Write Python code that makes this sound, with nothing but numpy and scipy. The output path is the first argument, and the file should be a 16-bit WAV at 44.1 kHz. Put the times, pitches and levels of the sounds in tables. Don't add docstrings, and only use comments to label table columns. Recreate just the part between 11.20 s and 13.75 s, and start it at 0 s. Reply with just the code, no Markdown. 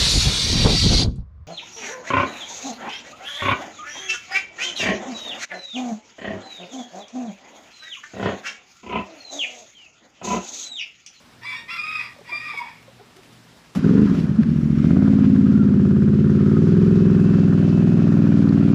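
import sys
import numpy as np
from scipy import signal
from scipy.fft import rfft, irfft, next_fast_len
from scipy.io import wavfile

SR = 44100
rng = np.random.default_rng(int(sys.argv[2]) if len(sys.argv) > 2 else 0)


def boost_factor(decibels):
    exponent = np.asarray(decibels, float) / 20
    return 10 ** exponent


def int16_out(signal):
    q = np.round(np.clip(np.atleast_2d(signal).T, -1, 1) * 32767)
    wavfile.write(sys.argv[1], SR, q.astype(np.int16))


N = 112454


def rms_one(x):
    return x / np.sqrt(np.mean(x ** 2) + 1e-20)


def drift(rate):
    pole = np.exp(-16 * np.pi * rate / SR)
    white = rng.standard_normal(N // 8 + 8002)
    slow = signal.lfilter([1], [1, -2 * pole, pole * pole], white)[8000:]
    return np.interp(np.arange(N) / 8, np.arange(len(slow)), rms_one(slow))


def band_pass(x, order, low_hz, high_hz):
    return signal.sosfilt(signal.butter(order, [low_hz, high_hz], "band", fs=SR, output="sos"), x)


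def air():
    # f/Hz, density/dB per Hz
    air_colour = [(15, -43), (25, -7), (122, 3), (239, 5), (409, -1.5), (508, -1.5), (917, -3),
                  (4240, -8.5), (15400, -28)]
    colour_hz, colour_db = np.transpose(air_colour)
    edges = 22 * 2 ** np.arange(0, 10.1, .5)
    together = drift(9)
    white = rng.standard_normal((2, N))
    out = 0
    for k, (low_hz, high_hz) in enumerate(zip(edges, edges[1:])):
        band = band_pass(white[k % 2], 2, low_hz, min(high_hz, 20000))
        band_db = np.interp(np.log(low_hz * high_hz) / 2, np.log(colour_hz), colour_db)
        out = out + boost_factor(band_db + .5 * together + drift(10)) * band
    return boost_factor(-51.5) * rms_one(out)


def hum():
    # f/Hz, rms level/dB, beat/per s, beat peak t/s, beat depth/0-1
    hum_lines = [(59.3, -73, 1.07, 0.76, 0.1), (119.1, -60, 2.08, 0.749, 0.73),
                 (162.8, -65, 1.16, 0.59, 0.74), (243.1, -64, 2.28, 0.6, 0.02)]
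    t = np.arange(N) / SR
    out = 0
    for hz, db, beat, peak_s, depth in hum_lines:
        swell = 1 + depth * np.cos(2 * np.pi * beat * (t - peak_s))
        tone = np.sin(2 * np.pi * hz * t + .5 * drift(2.5))
        out = out + np.sqrt(2) * boost_factor(db + 0.91 * drift(5.1)) * swell * tone
    return out


def rustles():
    # t/s, level/dB, decay/s, low f/Hz, high f/Hz
    straw_steps = [
        (.120, -63, .005, 1500, 12000),
        (1.374, -50, 0.028, 3500, 9000),
        (1.485, -58.5, .01, 3500, 6000),
        (1.628, -53, 0.0036, 1000, 4000),
        (1.961, -53.5, .03, 600, 3980),
        (2.03, -54, 0.06, 1330, 2650),
        (2.125, -57.5, 0.027, 3000, 5170),
        (2.443, -55, 0.0066, 500, 1500),
    ]
    t = np.arange(N) / SR
    grain = rng.standard_normal(N) * boost_factor(3.5 * drift(400))
    out = 0
    for start_s, db, decay_s, low_hz, high_hz in straw_steps:
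        onset = np.clip((t - start_s) / 0.0016, 0, 1)
        decay = np.exp(-np.maximum(t - start_s, 0) / decay_s)
        out = out + boost_factor(db) * onset * decay * rms_one(band_pass(grain, 1, low_hz, high_hz))
    return boost_factor(1) * out


def clucks():
    # t/s, peak level/dB, f/Hz, length/s
    cluck_notes = [(0.962, -44, 597, 0.0057), (0.986, -43, 580.5, 0.022), (1.011, -40.5, 458, 0.01),
                   (1.120, -40, 694, 0.015), (1.122, -49, 530, 0.016), (1.112, -46, 350, 0.023),
                   (1.15, -48.5, 685, 0.016), (1.262, -52, 307, .02), (1.335, -39, 907, 0.015),
                   (1.338, -42.5, 784, 0.015), (1.343, -41, 469, 0.0089), (1.679, -41, 558, 0.014),
                   (1.793, -44.5, 754, 0.019), (1.795, -47, 392, 0.013), (1.835, -50.5, 415, 0.018),
                   (1.808, -40.5, 424, 0.017), (1.962, -45.5, 377, 0.021), (1.986, -43, 385, 0.017)]
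    sag, second_db = 0.047, -10
    out = np.zeros(N)
    for start_s, db, hz, length_s in cluck_notes:
        u = np.arange(int(2 * length_s * SR)) / (length_s * SR)
        wobble = np.cumsum(rng.standard_normal(len(u))) / np.sqrt(len(u))
        phase = 2 * np.pi * hz * length_s * (u - sag * u ** 2 / 2) + wobble
        swell = np.e * 3 * u * np.exp(-3 * u)
        tone = np.sin(phase) + boost_factor(second_db) * np.sin(2 * phase)
        start = int(start_s * SR)
        out[start:start + len(u)] += boost_factor(db) * swell * tone
    return out


def throat_gain(hz):
    # f/Hz, width/Hz, level/dB
    resonances = [(1174, 361, -10), (1558, 285, -13), (1915, 273, -7), (2347, 410, 0.5), (2785, 146, -5.5),
                  (3292, 500, -11.5), (3574, 500, -27), (4140, 830, -23.5), (4877, 345, -16),
                  (5370, 377, -19), (6870, 4030, -33.5), (11860, 4700, -41.5)]
    return sum(boost_factor(db) / (1 + (2 * (hz - mid_hz) / width) ** 4) for mid_hz, width, db in resonances)


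def voice(syllables, weak, surge_db=0, strained=False):
    t = np.arange(N) / SR
    s, *columns = np.transpose(sum(syllables, []))
    db, hz, hoarse_db, first_db = [np.interp(t, s, column) for column in columns]
    jitter_hz = 32 * boost_factor(hoarse_db) * drift(200)
    phase = 2 * np.pi * np.cumsum(hz + jitter_hz) / SR
    flutter_depth_db = 1.2 + 6 * boost_factor(hoarse_db)
    half_share = np.where(hz > 1330, 0.61, 0.12)
    upper_fade_db = .7 * np.minimum(db + 30, 0)
    partials = 0
    for k in np.arange(1, 11, .5 if strained else 1):
        if k == 1:
            own_db = first_db + surge_db / 2
        elif k == 2:
            own_db = surge_db
        else:
            own_db = upper_fade_db + surge_db / max(2, k - 2)
        smear_db = .2 * k
        steadiness = .35 if strained and k == 2 else 1
        flutter_db = (flutter_depth_db + smear_db) * np.minimum(drift(55), 1) * steadiness - smear_db
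        gap_db = -13 * (k in weak)
        share = half_share if k % 1 else 1
        tone = np.sin(phase * k + rng.uniform(0, 2 * np.pi))
        partials = partials + share * boost_factor(own_db + flutter_db + gap_db) * throat_gain(hz * k) * tone
    noise = rfft(rng.standard_normal(N))
    breath = rms_one(irfft(noise * throat_gain(np.arange(len(noise)) * SR / N), N))
    breath_db = -3.5 + hoarse_db + surge_db / 3
    sounding = 0
    for rows in syllables:
        sounding = sounding + np.clip(np.minimum((t - rows[0][0]) * 10, rows[-1][0] - t) / .05, 0, 1)
    return sounding * boost_factor(db) * (partials + boost_factor(breath_db) * breath)


def strained_overtone():
    # t/s, level/dB, f/Hz, hoarseness/dB, first partial/dB
    overtone = [
        (1.19, -44, 1245, -16, -20),
        (1.3, -31, 1290, -16, -20),
        (1.36, -30, 1275, -16, -20),
        (1.405, -33, 1210, -14, -20),
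        (1.45, -46, 1180, -14, -20),
    ]
    return voice([overtone], weak=(2, 5, 6, 10))


def lower_syrinx():
    # t/s, level/dB, f/Hz, hoarseness/dB, first partial/dB
    low_first = [
        (.21, -51, 870, -6.5, -6),
        (.235, -30, 910.4, -11, 9),
        (.26, -28, 1015, -11, 3),
        (.3, -37.5, 1007, -1, -3),
        (.342, -34, 1017, -0.5, 10),
        (.348, -33.5, 918, -6, 14),
        (.37, -26, 918, -15, -8),
        (.41, -30, 929, -9, 4),
        (.44, -23, 929, -12, 18),
    ]
    low_second = [
        (0.477, -44, 1003, 1, 3),
        (0.489, -32, 1011, -4.5, 8),
        (0.521, -41.5, 1034, -8.5, 4),
        (.63, -38, 1021, -11.5, -11),
        (.72, -68, 1012, -8, -25),
        (0.8, -30, 985, -1.5, -1.5),
        (.86, -35, 970, -3, 2),
        (0.959, -54, 955, -1.5, 10),
    ]
    low_third = [
        (1.044, -54, 932, -11, -29),
        (1.094, -31, 978, -4, 9.5),
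        (1.139, -38.5, 964.5, -1.5, 13),
        (1.211, -32, 945, -15.5, -11),
        (1.291, -34, 946, -7.5, -4.5),
        (1.39, -47, 961, -2, 24.5),
        (1.418, -40.5, 975.4, -3, 29.5),
        (1.456, -48.5, 929, 3.5, 23.5),
        (1.541, -39, 904, 1, 12),
    ]
    return voice([low_first, low_second, low_third], weak=(3, 7))


def upper_syrinx():
    # t/s, level/dB, f/Hz, hoarseness/dB, first partial/dB
    high_first = [
        (.21, -47, 922.6, -0.5, 15),
        (.24, -43, 1000, -8.5, 12.5),
        (.258, -34.5, 1146, -4, 6),
        (.295, -25, 1168, -14.5, -18),
        (.33, -28, 1147, -4, -13),
        (.37, -31, 1145, -11, -28),
        (.4, -57, 1160, -1.5, 0),
        (.47, -47, 1170, -3.5, -5),
    ]
    high_second = [
        (.476, -43, 1210, -4.5, -9),
        (0.487, -46, 1218, -2.5, 7),
        (0.504, -27.5, 1227, -2, 0),
        (.51, -28, 1380, -8, 2.5),
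        (.57, -25.5, 1365, -5, 10),
        (.585, -29, 1214, -12.5, 0),
        (0.719, -27, 1266, -6.5, 0.5),
        (.83, -35, 1203, -3.5, 3),
        (0.971, -69, 1187, -0.5, 4),
    ]
    high_third = [
        (1.04, -50.5, 1187, 2.5, -2),
        (1.11, -48, 1189, -2, -27),
        (1.124, -31.5, 1184, -17.5, 4),
        (1.18, -28.5, 1195, -12, -3),
        (1.226, -34.5, 1244, -5.5, -2.5),
        (1.3, -33.5, 1200, -3.5, 6.5),
        (1.393, -34.5, 1111, -11, 0),
        (1.419, -35.5, 1129, -6.5, -16),
        (1.65, -62, 1104, 1, -2),
    ]
    # t/s, gain/dB, half width/s
    surges = [(0.257, 7, 0.0038), (.273, 3, .005), (0.281, -8, 0.0025), (.302, -1.5, 0.0044),
              (.317, -10, 0.0017), (0.328, -2, 0.0018), (0.337, -7, 0.0017), (.345, -4, 0.0023),
              (.355, -0.5, 0.0037), (.512, 4, 0.0065), (.559, -15, 0.0075), (.599, 6, 0.0087),
              (.611, -9, .003), (0.628, -26, 0.004), (0.644, 3.5, 0.006), (.663, -5, 0.0019),
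              (0.67, 8, 0.0026), (.674, -17, 0.0022), (0.681, -6, 0.0014), (.706, -2, .006),
              (.716, 7, .003), (.723, -18, 0.0031), (.746, -4, .005), (.759, 12.5, 0.0066),
              (.768, 1, 0.0015), (.772, 6, .002), (.78, 6, 0.0027), (.789, -17, .004), (.797, 9, 0.0035),
              (.805, -6, .003), (.814, 6, 0.0032), (1.132, 8.5, 0.012), (1.156, 7.5, 0.013),
              (1.193, -16, .0067), (1.206, -1, 0.0071), (1.229, -12, 0.0066), (1.269, 4, 0.0045),
              (1.273, -10.5, 0.0019), (1.281, 0, .002), (1.287, 5, 0.0026), (1.29, -12, 0.001),
              (1.294, 8.5, .003), (1.301, 7, 0.0022), (1.31, 8, 0.0023), (1.317, 8.5, 0.0015),
              (1.321, -12, .002), (1.326, -2, .003), (1.331, -14, 0.0016), (1.337, 7.5, 0.0037),
              (1.34, -8, 0.0012), (1.352, -2, 0.0059), (1.369, -3, .003), (1.377, 12.5, 0.0038),
              (1.391, 15.5, 0.0074), (1.416, 1.5, .004), (1.434, -8, 0.011), (1.458, 4.5, .01)]
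    t = np.arange(N) / SR
    surge_db = sum(gain_db * np.exp(-((t - at_s) / half_s) ** 2) for at_s, gain_db, half_s in surges)
    return voice([high_first, high_second, high_third], (5, 10), surge_db, strained=True)


def yard(x):
    t60_s, wall_cut_hz = 0.29, 32000
    size = next_fast_len(N + SR)
    w = 2 * np.pi * np.arange(size // 2 + 1) / size
    dull = 1 / (1 + 1j * w * SR / (2 * np.pi * wall_cut_hz * 3))
    echoes = 0
    for k, lag in enumerate(rng.uniform(.011, .045, 10) * SR):
        loop = boost_factor(-60 * lag / SR / t60_s) * dull * np.exp(-1j * w * lag)
        echoes = echoes + (-1) ** k * loop / (1 - loop)
    return irfft(rfft(x, size) * echoes, size)[:N] / np.sqrt(10)


def thin_bands(x):
    # start t/s, end t/s, f/Hz, width/Hz
    dropouts = [
        (.35, .4, 5900, 130),
        (.59, .84, 3000, 95),
        (.66, .81, 5740, 80),
        (1.115, 1.17, 2900, 130),
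        (1.215, 1.25, 5750, 110),
    ]
    t = np.arange(N) / SR
    hz = np.arange(N // 2 + 1) * SR / N
    spectrum = rfft(x)
    lost = 0
    for start_s, end_s, mid_hz, width_hz in dropouts:
        fade = np.clip(np.minimum(t - start_s, end_s - t) / .015, 0, 1)
        lost = lost + fade * irfft(spectrum * np.exp(-((hz - mid_hz) / width_hz) ** 6), N)
    return x - lost


def scene():
    crow = upper_syrinx() + lower_syrinx() + strained_overtone()
    near = clucks()
    spectrum = rfft(crow + near + boost_factor(-4.5) * yard(crow + near / 2))
    hz = np.arange(len(spectrum)) * SR / N
    notch = 1 - .93 * np.exp(-((hz - 2990) / 150) ** 2)
    return (irfft(spectrum * notch, N) + rustles() + air() + hum())[None]


def band_limit(x):
    return signal.sosfilt(signal.butter(12, 15570, fs=SR, output="sos"), x)


def record(dry):
    low_cut = signal.sosfilt(signal.butter(2, 40.2, "high", fs=SR, output="sos"), dry)
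    top_cut = signal.sosfilt(signal.ellip(12, .5, 60, 15400, fs=SR, output="sos"), low_cut)
    return band_limit(thin_bands(top_cut))


dry = scene()
out = record(dry)
int16_out(out)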